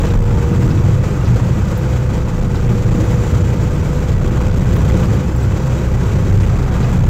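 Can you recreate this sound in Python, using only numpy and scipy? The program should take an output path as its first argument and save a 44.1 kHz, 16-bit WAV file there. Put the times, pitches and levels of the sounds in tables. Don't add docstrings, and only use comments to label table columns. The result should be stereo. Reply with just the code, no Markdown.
import sys
import numpy as np
from scipy import signal
from scipy.fft import rfft, irfft, next_fast_len
from scipy.io import wavfile
from scipy.ndimage import uniform_filter1d

SR = 44100
rng = np.random.default_rng(int(sys.argv[2]) if len(sys.argv) > 2 else 0)


def master_out(mix):
    frames = np.transpose(np.atleast_2d(mix))
    ceiling = np.clip(frames, -1, 1)
    pcm = np.round(ceiling * 32767).astype(np.int16)
    wavfile.write(sys.argv[1], SR, pcm)


N = 312669
TIME = np.arange(N) / SR
AGE = TIME[:SR // 5]
FFT_SIZE = next_fast_len(N + 4096)
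FREQ_HZ = np.maximum(np.arange(FFT_SIZE // 2 + 1) * SR / FFT_SIZE, 1)


def from_db(db):
    return 10 ** (np.asarray(db) / 20)


def unit_rms(x):
    return x / np.sqrt(np.mean(x ** 2) + 1e-20)


def stereo(right_db):
    return from_db([[0], [right_db]])


def over_time(points):
    return np.interp(TIME, *np.transpose(points))


def over_frequency(points):
    hz, value = np.transpose(points)
    return np.interp(np.log(FREQ_HZ), np.log(hz), value)


def swell(centre_s, half_s):
    return np.exp(-((TIME - centre_s) / half_s) ** 2)


def drift(cutoff_hz):
    spectrum = rfft(rng.standard_normal(FFT_SIZE)) / (1 + (FREQ_HZ / cutoff_hz) ** 4)
    return unit_rms(irfft(spectrum, FFT_SIZE)[:N])


def impacts(per_s, spread_db):
    sizes = from_db(spread_db * np.minimum(rng.exponential(1, (2, N)), 4))
    signs = rng.choice([-1, 1], (2, N))
    return unit_rms(sizes * signs * (rng.random((2, N)) < per_s / SR))


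def add(out, start_s, sound):
    start = int(start_s * SR)
    out[start:start + len(sound)] += sound[:N - start]


def struck(modes, scale, uneven_db, contact_s=0.0005):
    ring = 0
    for k, (frequency, level_db, t60_s) in enumerate(modes):
        decay = from_db(level_db + uneven_db * rng.standard_normal() - 60 * AGE / t60_s)
        ring += (-1) ** k * decay * np.sin(2 * np.pi * scale * frequency * AGE)
    return ring * np.minimum(AGE / contact_s, 1)


def resonant_noise(rows):
    out = np.zeros((2, N))
    for centre_s, half_s, level_db, hz, width_hz in rows:
        resonance = 1 / (1 + ((FREQ_HZ - hz * hz / FREQ_HZ) / width_hz) ** 2)
        band = irfft(rfft(rng.standard_normal((2, FFT_SIZE))) * resonance, FFT_SIZE)[:, :N]
        out += unit_rms(band) * from_db(level_db) * swell(centre_s, half_s)
    return out


# centre_hz, width_hz, left_db, right_db
PANEL_MODES = [(313, 20, 1, 4), (332, 17, 4.5, -1), (390, 21, 1.5, 12), (499, 45, 3.5, 6), (576, 11, -6, 6),
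               (800, 47, 2, -2.5), (885, 30, 2, 0), (977, 24, -0.5, -7), (1004, 23, -2, 0),
               (1093, 26, 1.5, -17), (1240, 23, 1, -6), (1365, 27, 7, 7.5), (1440, 21, 4.5, 8),
               (1516, 42, 5, 7), (1710, 48, -2, 9.5), (2400, 79, 1.5, -1), (3580, 44, -4, 10),
               (5940, 38, 2, 3), (7440, 66, 5.5, -5), (12140, 130, -15, 2)]
# frequency_hz, gain_db
RIGHT_BALANCE = [(28, 3.5), (70, -7), (170, -5), (360, -10.5), (900, -5), (1400, -4.5), (2500, -9.5),
                 (4500, -10.5), (6300, -16), (7400, -16.5), (8700, -4), (11000, -15), (12100, -16),
                 (14500, 0)]
# frequency_hz, correlation
CORRELATION = [(30, 0.42), (140, 0.89), (270, 0.63), (380, 0.72), (900, 0.33), (1500, -0.41), (2500, 0.11),
               (5000, -0.025), (6300, -0.51), (7400, 0.16), (9000, -0.059)]
RIPPLE = uniform_filter1d(rng.standard_normal((2, len(FREQ_HZ))), size=400) * np.sqrt(400)
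def cab(force, spectrum, ripple_db=2):
    mid, side = rfft(force, FFT_SIZE)
    alike = over_frequency(CORRELATION)
    pair = np.sqrt((1 + alike) / 2) * mid + np.sqrt((1 - alike) / 2) * side * [[1], [-1]]
    midrange = FREQ_HZ / (FREQ_HZ + 600) / (1 + (FREQ_HZ / 8000) ** 2)
    colour_db = over_frequency(spectrum) + over_frequency(RIGHT_BALANCE) * [[0], [1]]
    colour_db += ripple_db * RIPPLE * midrange
    for hz, width_hz, left_db, right_db in PANEL_MODES:
        colour_db += np.array([[left_db], [right_db]]) / (1 + (2 * (FREQ_HZ - hz) / width_hz) ** 2)
    return irfft(pair * from_db(colour_db), FFT_SIZE)[:, :N] * np.sqrt(SR / 2)


# centre_s, half_length_s, level_db, pitch_hz, width_hz
SIZZLE_BAND = [(3.2, 0.33, -44.5, 7100, 200)]
def sizzle():
    return resonant_noise(SIZZLE_BAND) * stereo(right_db=-18)


# start_s, level_db, pitch_hz, crack_to_ring_db
BRIGHT_TICKS = [(1.774, -33, 12100, 3), (3.05, -42, 9300, -10), (3.407, -32, 7150, -20),
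                (3.735, -36, 8640, -15), (4.737, -42, 8600, 9), (4.764, -44, 11900, 13),
                (5.033, -47, 13800, 3), (5.361, -29, 7600, -3), (5.428, -32, 7850, -6),
                (5.668, -40, 14400, -10), (6.422, -35, 8600, -15), (6.735, -45, 12100, -10)]
def ticks(ring_t60_s=0.055, crack_t60_s=0.081, attack_s=0.0012, crack_hz=12000):
    out = np.zeros(N)
    highpass = signal.butter(2, crack_hz, "high", fs=SR, output="sos")
    for start_s, level_db, hz, crack_db in BRIGHT_TICKS:
        ring = from_db(-60 * AGE / ring_t60_s) * np.sin(2 * np.pi * hz * AGE)
        crack = signal.sosfilt(highpass, rng.standard_normal(len(AGE)))
        crack *= from_db(crack_db - 60 * AGE / crack_t60_s)
        add(out, start_s, from_db(level_db) * np.minimum(AGE / attack_s, 1) * (ring + crack))
    return out * stereo(right_db=-10)


# centre_s, half_length_s, level_db, pitch_hz, width_hz
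WIPER_BANDS = [(6.76, 0.3, -32, 1120, 1100), (6.75, 0.34, -32, 710, 180)]
def wiper():
    return resonant_noise(WIPER_BANDS) * stereo(right_db=-3.5)


# frequency_hz, density_db
SNOW_SPECTRUM = [(1200, -85.5), (3000, -71.5), (4500, -78), (5400, -78.5), (6300, -72.5), (7450, -73),
                 (8200, -82), (9600, -93), (10800, -88), (12200, -84), (14200, -88), (15700, -94)]
def snow(swell_db, crunch_share=0.7):
    force = rng.standard_normal((2, N)) + crunch_share * impacts(per_s=1500, spread_db=2.5)
    return cab(unit_rms(force) * from_db(swell_db), SNOW_SPECTRUM)


# pitch_hz, level_db, t60_s
TRIM_PIECES = [(867, -40.5, 0.046), (959, -40.5, 0.06), (1078, -42.5, 0.057), (1211, -41, 0.064),
               (1278, -44.5, 0.068), (1436, -44, 0.054), (1555, -43.5, 0.048), (3540, -59, 0.085),
               (5817, -53, 0.05), (8580, -62.5, 0.07)]
def trim_buzz(swell_db):
    out = np.zeros((2, N))
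    for hz, level_db, t60_s in TRIM_PIECES:
        radius, angle = from_db(-60 / (t60_s * SR)), 2 * np.pi * hz / SR
        taps = impacts(per_s=40, spread_db=2.0) + 1e-18
        ring = signal.lfilter([1, 0, -1], [1, -2 * radius * np.cos(angle), radius ** 2], taps)
        out += from_db(level_db) * unit_rms(ring)
    return out * from_db(swell_db) * stereo(right_db=-6)


# pitch_ratio, level_db, t60_s
LINK_RING = [(0.38, -5, 0.015), (0.53, -5, 0.011), (0.72, 2, 0.019), (0.87, -2, 0.012), (1, 8, 0.02),
             (1.16, 3.5, 0.011), (1.42, 10, 0.01)]
# start_s, first_peak_db, pitch_hz
LINK_RATTLES = [(0.061, -20, 2730), (0.101, -21, 3820), (0.704, -20, 3580), (0.773, -24, 2510),
                (1.255, -21, 3740), (2.556, -20, 3740), (2.68, -21, 2290), (3.24, -22, 2020),
                (4.305, -22, 1800), (4.376, -31, 3200), (4.508, -23, 3250), (4.646, -21, 1780),
                (4.764, -24, 2400), (4.9, -23, 2280), (5.028, -25, 2470), (6.432, -19, 2000),
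                (6.828, -21, 3280)]
def rattles(bounces=5, gap_s=0.0041, loss_db=2.0, right_db=-16):
    out = np.zeros((2, N))
    for start_s, peak_db, hz in LINK_RATTLES:
        for k in range(bounces):
            bounce_s = start_s + gap_s * (k + .5 * rng.random())
            for side, side_db in zip(out, (0, right_db)):
                ring = struck(LINK_RING, hz * rng.uniform(.92, 1.08), uneven_db=3)
                add(side, bounce_s, from_db(peak_db + side_db - loss_db * k) * ring / np.abs(ring).max())
    return out


# pitch_ratio, level_db, t60_s
FITTING_RING = [(0.69, -3, 0.069), (0.87, 0.5, 0.046), (1, 1.5, 0.038), (1.14, -10.5, 0.03),
                (1.67, -2.5, 0.025), (1.95, -8, 0.023), (2.5, -7, 0.048), (2.85, -9, 0.015)]
# start_s, peak_db, pitch_hz
FITTING_CLACKS = [(0.037, -13.5, 960), (0.104, -24, 1150), (0.138, -15.5, 960), (1.213, -19, 1110),
                  (1.398, -18, 1100), (1.612, -19, 890), (2.274, -18, 1000), (4.263, -19, 1290),
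                  (4.368, -22, 1000), (4.405, -19, 1160), (4.766, -17, 1110), (4.806, -23, 1070),
                  (4.899, -19, 2050), (4.947, -21, 1180), (5.032, -17, 1180), (5.056, -25, 4900),
                  (5.522, -17.5, 1060), (6.012, -18, 980), (6.195, -20, 1250), (6.312, -18, 890),
                  (6.764, -20, 1250), (6.843, -20, 2900), (7.015, -18, 1060)]
def clacks(right_db=-10):
    out = np.zeros((2, N))
    for start_s, peak_db, hz in FITTING_CLACKS:
        for side, side_db in zip(out, (0, right_db)):
            ring = struck(FITTING_RING, hz, uneven_db=5.0)
            add(side, start_s, from_db(peak_db + side_db) * ring / np.abs(ring).max())
    return out


# pitch_hz, level_db, t60_s
HULL_RING = [(206, 2, 0.19), (247, 3.5, 0.074), (334, -4, 0.1), (377, -3.5, 0.17), (552, -13, 0.055),
             (910, -23, 0.034)]
# start_s, level_db
HULL_KNOCKS = [(0.507, -16.5), (0.637, -21), (1.5, -18), (2.115, -19), (2.701, -14), (2.955, -17),
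               (3.32, -14.5), (4.24, -12.5), (4.726, -20), (4.939, -21), (5.79, -17), (6.024, -19),
               (6.125, -22), (6.43, -22), (6.797, -16)]
def knocks(detune=0.04):
    out = np.zeros(N)
    for start_s, level_db in HULL_KNOCKS:
        ring = struck(HULL_RING, 1 + detune * rng.standard_normal(), uneven_db=1.5)
        add(out, start_s, from_db(level_db) * ring)
    return out * stereo(right_db=-10)


# centre_s, half_length_s, level_db, pitch_hz, width_hz
PANEL_DRONES = [(0.25, 0.18, -18, 161, 45.2), (0.36, 0.12, -28.5, 896, 111), (0.62, 0.35, -22.5, 320, 80),
                (2.98, 0.082, -22, 308, 39), (4.85, 0.28, -28, 375, 98), (6.45, 0.32, -29.5, 400, 50)]
def drones():
    return resonant_noise(PANEL_DRONES) * stereo(right_db=-7.5)


# time_s, level_db
WHINE_LEVEL = [(0.0, -29), (0.45, -24), (0.8, -31.5), (1.1, -29), (1.5, -41.5), (1.8, -27), (2.15, -30.5),
               (2.4, -32.5), (2.7, -27.5), (3.15, -25.5), (3.6, -30.5), (4.15, -32.5), (4.42, -28),
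               (4.65, -36), (4.95, -25.5), (5.4, -35.5), (5.65, -30.5), (6.7, -40), (7.09, -34)]
def gear_whine(cleats, teeth_per_cleat=16, backlash_rad=0.28, waver_db=0.3):
    phase = 2 * np.pi * teeth_per_cleat * cleats + backlash_rad * drift(7)
    level_db = over_time(WHINE_LEVEL) + waver_db * drift(8.1)
    return np.sqrt(2) * from_db(level_db) * np.sin(phase) * stereo(right_db=-10)


# frequency_hz, density_db
CLATTER_SPECTRUM = [(150, -57), (260, -48.5), (340, -47), (440, -49), (560, -53), (660, -56.7), (1150, -60),
                    (1450, -62), (1900, -63.5), (2500, -67.5), (3500, -78), (6000, -76.5), (10000, -105)]
def clatter(swell_db, knock_share=0.33):
    force = rng.standard_normal((2, N)) + knock_share * impacts(per_s=500, spread_db=3.0)
    return cab(unit_rms(force) * from_db(swell_db), CLATTER_SPECTRUM)


# centre_s, half_length_s, level_db, pitch_hz
AIR_SURGES = [(0.636, 0.065, -14, 135.1), (0.925, 0.086, -11, 98.7), (0.856, 0.08, -16, 138.3),
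              (1.36, 0.16, -10.5, 120), (1.883, 0.069, -12.5, 125.7), (2.893, 0.35, -13.5, 117.3),
              (3.39, 0.14, -14, 93), (4.116, 0.051, -15.5, 117.8), (4.795, 0.12, -19, 116),
              (5.115, 0.046, -16, 102.8), (5.484, 0.07, -12, 99), (6.348, 0.29, -16, 96),
              (6.96, 0.05, -15.5, 157.8)]
def surges(wander_rad=0.23):
    wander = wander_rad * drift(6.3)
    out = np.zeros(N)
    for centre_s, half_s, level_db, hz in AIR_SURGES:
        phase = 2 * np.pi * (hz * TIME + rng.random()) + wander
        out += from_db(level_db) * swell(centre_s, half_s) * np.sin(phase)
    return np.sqrt(2) * out * stereo(right_db=-9)


# frequency_hz, density_db
BOOM_SPECTRUM = [(12, -52), (22, -79), (30, -40), (44, -36), (75, -32), (98, -30.5), (119, -28.5),
                 (134, -32.5), (180, -34.5), (240, -45), (330, -55.5), (600, -96)]
# time_s, gain_db
BOOM_GAIN = [(0.0, -1), (0.13, 1.5), (0.45, 0), (0.7, 1.5), (1.05, -3), (1.35, -0.5), (1.95, -4.5),
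             (2.3, -3.5), (2.64, -1.5), (2.73, -1), (3.1, -1.5), (3.85, -1.5), (4.0, -4), (4.15, -3.5),
             (4.6, 0), (5.1, 0.5), (5.4, -5), (5.88, -4), (6.35, 0), (6.65, -3), (6.78, -1.5), (7.0, 0)]
def boom(lift_db, evenness=0.62):
    rumble = cab(rng.standard_normal((2, N)), BOOM_SPECTRUM)
    envelope = unit_rms(np.sqrt(uniform_filter1d(rumble[0] ** 2, SR // 40) + 1e-9))
    return rumble * from_db(over_time(BOOM_GAIN) + lift_db) / envelope ** evenness


# time_s, lead_cleats
LEAD = [(0.0, 0.088), (1.2, 0.3), (1.6, 0.39), (2.0, 0.4), (2.2, 0.79), (2.55, 1.07), (3.5, 1.53), (4.5, 2),
        (5.42, 2.58), (6.5, 2.95), (7.09, 3.07)]
# centre_s, half_length_s, gain_db
HULL_HEAVES = [(0.174, 0.048, 6), (1.15, 0.08, -2), (2.41, 0.073, 6.5), (4.287, 0.038, 4.5),
               (5.948, 0.038, 6.5), (7.042, 0.071, 2.5)]
# in_step_db, out_of_step_db, pace_db_per_hz, right_db
CLEAT_HARMONICS = [(-16.5, -31.5, 0.5, -25), (-21.5, -18, 2, -10.5), (-23.5, -23, 1.5, -6),
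                   (-22, -20.5, 0, -7)]
def thumps(pace_hz, cleats, cruise_hz=31, waver_db=2.0, slip_rad=0.57):
    in_step = np.cos(np.pi * over_time(LEAD)) ** 2
    heave_db = sum(gain_db * swell(centre_s, half_s) for centre_s, half_s, gain_db in HULL_HEAVES)
    out = np.zeros((2, N))
    for k, (in_step_db, out_of_step_db, db_per_hz, right_db) in enumerate(CLEAT_HARMONICS):
        power = in_step * from_db(in_step_db) ** 2 + (1 - in_step) * from_db(out_of_step_db) ** 2
        swell_db = db_per_hz * (pace_hz - cruise_hz) + waver_db * drift(4.2)
        if k == 0:
            swell_db += heave_db
        phase = 2 * np.pi * ((k + 1) * cleats + rng.random()) + slip_rad * k * drift(3.36)
        out += np.sqrt(2 * power) * from_db(swell_db) * np.sin(phase) * stereo(right_db)
    return out


# start_s, lift_db
LUMPS = [(0.033, 2.5), (0.525, 1.5), (1.035, 3), (1.24, 2), (1.44, 1), (1.81, 1.5), (2.085, 4), (2.54, 2.5),
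         (4.27, 3), (4.41, 2.5), (4.755, 1), (6.01, 1.5), (6.15, 3)]
def bump_lift_db(attack_s=0.005, decay_s=0.061):
    total_db = np.zeros(N)
    for start_s, lift_db in LUMPS:
        age = np.maximum(TIME - start_s, 0)
        total_db += lift_db * np.minimum(age / attack_s, 1) * np.exp(-age / decay_s)
    return total_db


# time_s, cleat_rate_hz
PACE = [(0.0, 29.5), (0.5, 29.75), (1.5, 31.55), (2.0, 31.5), (2.3, 31.0), (2.65, 29.9), (3.15, 30.55),
        (3.45, 30.35), (4.4, 31.7), (4.6, 31.3), (4.9, 31.95), (5.25, 31.7), (5.5, 32.3), (6.0, 32.2),
        (6.3, 32.55), (7.09, 32.1)]
# time_s, gain_db
TRAIL_HARDNESS = [(0.0, 2), (0.2, -2), (0.4, 0.7), (0.8, 1), (0.88, -0.9), (1.5, 0), (2.15, -1.8),
                  (2.42, -1.5), (2.65, -1), (3.17, 2.2), (3.55, -0.8), (3.9, 0.2), (4.15, -1.5),
                  (4.55, 0.9), (5.04, 2.5), (5.23, -1.5), (5.7, 0.2), (6.45, -0.8), (7.09, 0.7)]
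def scene():
    pace_hz, trail_db = over_time(PACE), over_time(TRAIL_HARDNESS)
    cleats = np.cumsum(pace_hz) / SR
    bump_db = bump_lift_db()
    jolts, sway = drift(32.0), drift(9.6)
    beat, limp = np.sin(2 * np.pi * cleats), np.sin(np.pi * cleats)
    clatter_db = -1.5 + 0.65 * trail_db + bump_db + jolts + 0.52 * sway + 0.6 * beat
    snow_db = -0.43 + trail_db + bump_db + 1.58 * jolts + 0.74 * sway + 0.51 * beat + 0.12 * limp
    return (thumps(pace_hz, cleats) + gear_whine(cleats) + boom(0.16 * bump_db)
            + clatter(clatter_db) + snow(snow_db)
            + drones() + wiper() + sizzle() + surges()
            + knocks() + rattles() + clacks() + trim_buzz(trail_db + bump_db) + ticks())


def overload(x, deep_hz=49.0, limit=0.21, steepness=28, split_hz=134, choked_db=-12.5):
    deep = signal.sosfiltfilt(signal.butter(1, deep_hz, fs=SR, output="sos"), x)
    bass = signal.sosfiltfilt(signal.butter(2, split_hz, fs=SR, output="sos"), x)
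    free = 1 / (1 + (np.abs(deep) / limit) ** steepness)
    return bass + (x - bass) * (free + (1 - free) * from_db(choked_db))


def record(dry):
    choked = overload(dry)
    rounded = choked / (1 + np.abs(choked) ** 6) ** (1 / 6)
    lowpass = 1 / np.sqrt(1 + (FREQ_HZ / 15730) ** 300)
    return irfft(rfft(rounded, FFT_SIZE) * lowpass, FFT_SIZE)[:, :N]


dry = scene()
out = record(dry)
master_out(out)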